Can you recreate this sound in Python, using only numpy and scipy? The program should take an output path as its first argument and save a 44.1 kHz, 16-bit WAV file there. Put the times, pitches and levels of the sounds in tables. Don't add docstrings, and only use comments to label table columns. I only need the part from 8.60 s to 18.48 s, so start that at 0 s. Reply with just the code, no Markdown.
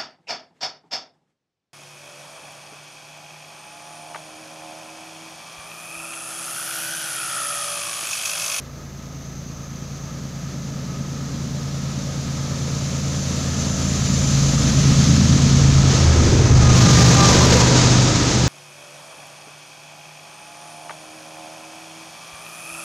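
import sys
import numpy as np
from scipy.fft import rfft, irfft, next_fast_len
from scipy.io import wavfile
from scipy.ndimage import uniform_filter1d, minimum_filter1d, map_coordinates

SR = 44100
rng = np.random.default_rng(int(sys.argv[2]) if len(sys.argv) > 2 else 0)


def unload_audio(sound):
    columns = np.transpose(np.atleast_2d(sound))
    steps = np.round(np.clip(columns, -1, 1) * 32767)
    wavfile.write(sys.argv[1], SR, steps.astype(np.int16))


N = 435708

CYCLE_HZ, ENGINE_PASS_S, ENGINE_NEAR_M = 8.76, 7.58, 11
FIRING_ORDER = 6
# (time [s], level [dB])
ORDER_6_LEVEL = [(0.03, -45.5), (4.78, -43.7), (6.03, -27), (6.88, -35), (7.03, -24), (7.62, -40.0),
                 (7.73, -28.2), (8.08, -22), (8.22, -32), (9.83, -32)]
ORDER_9_LEVEL = [(0.03, -45.5), (2.27, -43.9), (5.38, -28.5), (6.28, -33), (6.48, -20.5), (7.33, -24),
                 (7.43, -14.5), (7.62, -15.5), (7.78, -30), (7.93, -15.5), (8.58, -24.5), (8.93, -19.0),
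                 (9.43, -41.1), (9.83, -26)]
ORDER_15_LEVEL = [(0.03, -41.2), (2.93, -29.5), (4.38, -27), (5.18, -28.6), (5.83, -18.5), (6.03, -22.5),
                  (6.28, -16), (6.58, -19.8), (7.18, -13.5), (7.68, -26), (7.78, -17), (8.43, -12.5),
                  (8.68, -19.5), (9.38, -15), (9.58, -23.5), (9.83, -19.5)]
ORDER_TRIM_DB, THROB_TRIM_DB, EXHAUST_TRIM_DB = 0.45, -0.2, -1.85
# (order [multiple of cycle rate], relative level [dB])
THROB_ORDERS = [(2, -15), (3, -16), (7, -32), (8, -21), (10, -11), (11, -23), (13, -2.5), (14, 1.5),
                (16, -11), (17, -9), (18, 2), (19, -2.5), (20, -2), (21, 1.5), (22, -9), (23, -6),
                (24, -18), (25, -10), (26, -4), (27, -12.5), (28, -19), (29, -11), (30, -6.5)]
# (frequency [Hz], relative level [dB])
RUMBLE_SPECTRUM = [(15, -24), (30, -2.5), (45, -14), (65, -4), (90, 2.5), (115, 0.5), (150, -0.5),
                   (220, -40), (400, -80)]
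EXHAUST_SPECTRUM = [(70, -50), (120, -11), (165, 0), (230, 2), (280, -4), (330, -14), (450, -23.5),
                    (900, -60)]
# (time [s], half length [s], lift [dB])
EXHAUST_SWELLS = [(0, .4, -2), (2.4, .9, 3), (4.6, .3, 1.5), (6.6, .45, 4), (9.3, .5, -1.5)]


def engine():
    cycle = angle(CYCLE_HZ * doppler(ENGINE_PASS_S, ENGINE_NEAR_M))
    firing = FIRING_ORDER * cycle
    rumble_db = passing("rumble")
    exhaust_db = passing("exhaust") + lifts(EXHAUST_SWELLS)

    drone = 0
    for order, level in [(6, ORDER_6_LEVEL), (9, ORDER_9_LEVEL), (15, ORDER_15_LEVEL)]:
        order_db = curves(level)[0] + ORDER_TRIM_DB
        drone = drone + amp(order_db) * partial(order * cycle, scatter=0.051, rate=6.5)
    overtone = amp(rumble_db - 6) * partial(2 * firing, scatter=0.23, rate=3)

    throb = unit(sum(amp(db) * partial(order * cycle, scatter=0.45, rate=1.8) for order, db in THROB_ORDERS))
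    puffs = 1 + 0.06 * np.sin(cycle) + 0.16 * np.sin(2 * cycle)
    puffs += 0.28 * np.sin(firing / 2) + 0.32 * np.sin(firing)
    exhaust = unit(puffs * rush(EXHAUST_SPECTRUM))

    orders = drone + overtone + amp(exhaust_db + THROB_TRIM_DB) * throb
    noise = amp(exhaust_db + EXHAUST_TRIM_DB) * exhaust + amp(rumble_db) * rush(RUMBLE_SPECTRUM)
    return orders + noise


GROWL_HZ = 557
# (centre [Hz], width [Hz], relative level [dB])
HOOD_MODE = [(287, 90, 0)]
# (time [s], half length [s], centre [Hz], level [dB])
AIR_GUSTS = [(7.72, .2, 345, -21.5), (8.9, .3, 470, -24.5)]


def growl():
    throat = amp(passing("growl") + 1.3 * wobble(8)) * ringing([(GROWL_HZ, 125, 0)])
    boom = amp(passing("hood")) * ringing(HOOD_MODE)
    gusts = sum(amp(db) * swell(at_s, half_s) * ringing([(hz, 130, 0)]) for at_s, half_s, hz, db in AIR_GUSTS)
    return throat + boom + gusts


# (frequency [Hz], relative level [dB])
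ROAR_SPECTRUM = [(150, -22), (280, -2), (350, -2), (500, -3), (700, -7), (900, -9.5), (1400, -12),
                 (1800, -14), (2600, -17.5), (5000, -61)]
HISS_SPECTRUM = [(400, -13.5), (900, -11), (1500, -8), (2200, -7.5), (2900, -6.5), (4000, -3.5),
                 (5200, -2.5), (6500, -0.5), (7150, -5.5), (8000, -15), (9000, -22.5), (11000, -34.5),
                 (13500, -51), (15700, -55)]
SIZZLE_SPECTRUM = [(7000, -20), (9000, 6), (10000, 3), (12000, -1), (13500, -9), (15700, -16)]
# (time [s], half length [s], lift [dB])
SCRAPES = [(7.36, 0.11, 3), (7.66, 0.14, 2), (8.66, .05, 4), (8.77, 0.044, 2.5), (8.93, 0.02, 2.4),
           (9.01, .012, 3.5), (9.19, 0.054, 2)]


def wheels():
    flutter_db = 0.32 * wobble(30) + 0.47 * wobble(90)
    scrape_db = lifts(SCRAPES)
    roar_db = passing("roar") + 0.7 * scrape_db + flutter_db + 0.3 * wobble(25)
    hiss_db = passing("hiss") + scrape_db + flutter_db
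    sizzle_db = passing("sizzle") + scrape_db + flutter_db
    roar = amp(roar_db) * rush(ROAR_SPECTRUM)
    hiss = amp(hiss_db) * rush(HISS_SPECTRUM)
    return roar + hiss + amp(sizzle_db) * rush(SIZZLE_SPECTRUM)


# (centre [Hz], width [Hz], relative level [dB])
BENDING_MODES = [(560, 220, -3), (1254, 72, 1.5), (1700, 74, -9), (2180, 66, -17)]
HEAD_MODES = [(6090, 240, 6), (6460, 130, 5), (7080, 310, -23)]
TONE_MODES = [(7096, 14, 0), (7120, 300, -11.5)]
# (time [s], level [dB])
HEAD_LEVEL = [(0, -54.5), (.8, -48), (3.3, -50.5), (4.3, -41.5), (5.6, -32.5), (6.5, -35), (7.5, -38.5),
              (8.25, -30), (9.1, -45), (9.88, -56)]
TONE_DB, TONE_PEAK_S, TONE_RISE_DB_PER_S, TONE_FALL_DB_PER_S = -34.5, 5.74, 8, 9


def rails():
    bending = amp(passing("rails") + 1.6 * wobble(7)) * ringing(BENDING_MODES)
    head = amp(curves(HEAD_LEVEL)[0] + 1.1 * wobble(7)) * ringing(HEAD_MODES)
    since_s = seconds() - TONE_PEAK_S
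    tone_db = TONE_DB + np.minimum(TONE_RISE_DB_PER_S * since_s, -TONE_FALL_DB_PER_S * since_s)
    return bending + head + amp(tone_db) * ringing(TONE_MODES)


BLADE_HZ, FAN_PASS_S, FAN_NEAR_M = 415, 8.02, 8
MESH_HZ, GEAR_PASS_S, GEAR_NEAR_M = 987, 8.87, 8
# (multiple of blade rate, relative level [dB])
FAN_PARTIALS = [(2, -4.5), (3, 0), (4, -10), (6, -16)]
# (time [s], half length [s], lift [dB])
FAN_SURGES = [(8.08, .07, 9), (8.27, .06, 8.5), (8.41, .05, 7), (8.63, .08, 16.5), (8.82, 0.072, 9)]


def whines():
    blade = angle(BLADE_HZ * doppler(FAN_PASS_S, FAN_NEAR_M))
    fan = sum(amp(db) * partial(k * blade, scatter=0.28, rate=30) for k, db in FAN_PARTIALS)
    whirr = gliding(MESH_HZ * doppler(GEAR_PASS_S, GEAR_NEAR_M), half_width_hz=24)
    return amp(passing("fans") + lifts(FAN_SURGES)) * fan + amp(passing("gears")) * whirr


CRACKLE_START_S, CRACKLE_END_S, CRACKLE_FADE_S = 8.1, 9.15, 0.15
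CRACKLE_PER_S, CRACKLE_DB = 1100, -45
# (frequency [Hz], relative level [dB])
CRACKLE_SPECTRUM = [(5000, -20), (8500, 3), (11000, 4), (13500, -2), (15700, -8)]


def overload_crackle():
    ticks = (rng.random(N) < CRACKLE_PER_S / SR) * rng.standard_normal(N)
    corners_s = [CRACKLE_START_S, CRACKLE_START_S + CRACKLE_FADE_S / 2,
                 CRACKLE_END_S - CRACKLE_FADE_S, CRACKLE_END_S]
    window = np.interp(seconds(), corners_s, [0, 1, 1, 0])
    return amp(CRACKLE_DB) * window * coloured(ticks, CRACKLE_SPECTRUM)


# (frequency [Hz], relative level [dB])
FLOOR_SPECTRUM = [(100, -10), (2000, 17.5), (8500, -10), (9500, -1), (12000, 10), (14300, 8), (15700, -2)]


def recorder_hiss():
    return amp(-57.0) * rush(FLOOR_SPECTRUM)


SPEED_M_PER_S, SOUND_M_PER_S = 19.3, 343


def track(pass_s, near_m):
    along_m = SPEED_M_PER_S * (seconds() - pass_s)
    return along_m, np.hypot(along_m, near_m)


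def doppler(pass_s, near_m):
    along_m, range_m = track(pass_s, near_m)
    return 1 / (1 + SPEED_M_PER_S / SOUND_M_PER_S * along_m / range_m)


HIDE_S, HIDDEN_S, EMERGE_S = 6.39, 7.91, 8.255
PASS_BYS = { "rumble": (-17.5, 8, 14.5, 11, -0.5), "exhaust": (-16, 8, 18.5, 5.5, 8.5),
            "hood": (-26, 9, 21, 23, -2), "growl": (-39.5, 5.5, 29, 9.5, 1),
            "roar": (-20.8, 8.7, 13.2, 3.2, 1.2), "hiss": (-18.5, 8.25, 26.5, 11.5, 9.5),
            "sizzle": (-48.5, 6.0, 24, 5, 8), "rails": (-31, 8.5, 25.5, 2, 3),
            "fans": (-34.5, 8.5, 7, 0.5, 3.5), "gears": (-28, 8.8, 6, 6.5, 5), }


def passing(part):
    near_db, pass_s, near_m, loss_db, deck_db = PASS_BYS[part]
    range_m = track(pass_s, near_m)[1]
    spreading_db = 20 * np.log10(range_m / near_m)
    cutting_db = loss_db * (range_m - near_m) / 100
    hidden = np.interp(seconds(), [HIDE_S, HIDDEN_S, EMERGE_S], [0, 1, 0])
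    return near_db - spreading_db - cutting_db - deck_db * hidden


def swell(at_s, half_s):
    return np.exp(-((seconds() - at_s) / half_s) ** 2)


def lifts(rows):
    return sum(db * swell(at_s, half_s) for at_s, half_s, db in rows)


def seconds():
    return np.arange(N) / SR


def curves(rows):
    time_s, *columns = np.transpose(rows)
    return [np.interp(seconds(), time_s, column) for column in columns]


def wobble(rate):
    coarse = np.arange(0, N + 64, 64)
    knots = rng.standard_normal(4000)
    curve = map_coordinates(knots, [coarse * rate / SR], mode="mirror")
    return np.interp(np.arange(N), coarse, curve)


def angle(hz):
    return 2 * np.pi * np.cumsum(hz) / SR


def partial(phase, scatter, rate):
    phase = phase + rng.uniform(0, 2 * np.pi)
    in_phase = (1 + scatter * wobble(rate)) * np.sin(phase)
    quadrature = scatter * wobble(rate) * np.cos(phase)
    return (in_phase + quadrature) * np.sqrt(2 / (1 + 2 * scatter ** 2))


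def ringing(modes):
    def response(hz):
        return sum(amp(db) / (1 + ((hz - centre) / (width * 0.81)) ** 2) for centre, width, db in modes)
    return unit(filtered(rng.standard_normal(N), response))


def gliding(centre_hz, half_width_hz):
    phase = angle(centre_hz)
    band = [(0, half_width_hz * 2, 0)]
    return ringing(band) * np.cos(phase) + ringing(band) * np.sin(phase)


def rush(spectrum):
    return coloured(rng.standard_normal(N), spectrum)


def coloured(x, spectrum):
    point_hz, point_db = np.transpose(spectrum)

    def response(hz):
        return amp(np.interp(np.log(hz + 1), np.log(point_hz), point_db))
    return unit(filtered(x, response))


def filtered(x, response):
    size = next_fast_len(N + SR // 2)
    return irfft(rfft(x, size) * response(np.fft.rfftfreq(size, 1 / SR)), size)[..., :N]


def unit(x):
    return x / np.sqrt(np.mean(x ** 2) + 1e-20)


def amp(db):
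    return 10 ** (np.asarray(db) / 20)


def scene():
    train = engine() + growl() + wheels() + rails() + whines()
    mono = train + overload_crackle() + recorder_hiss()
    return np.array([mono, mono])


LIMIT, CEILING, TOP_HZ = 0.635, 0.7, 15720


def record(dry):
    swing = np.abs(uniform_filter1d(dry, size=5))
    needed = np.minimum(1, LIMIT / (swing + 1e-9))
    gain = uniform_filter1d(minimum_filter1d(needed, size=261), size=261)
    clipped = np.clip(dry * gain, -CEILING, CEILING)
    return filtered(clipped, lambda hz: hz < TOP_HZ)


dry = scene()
out = record(dry)
unload_audio(out)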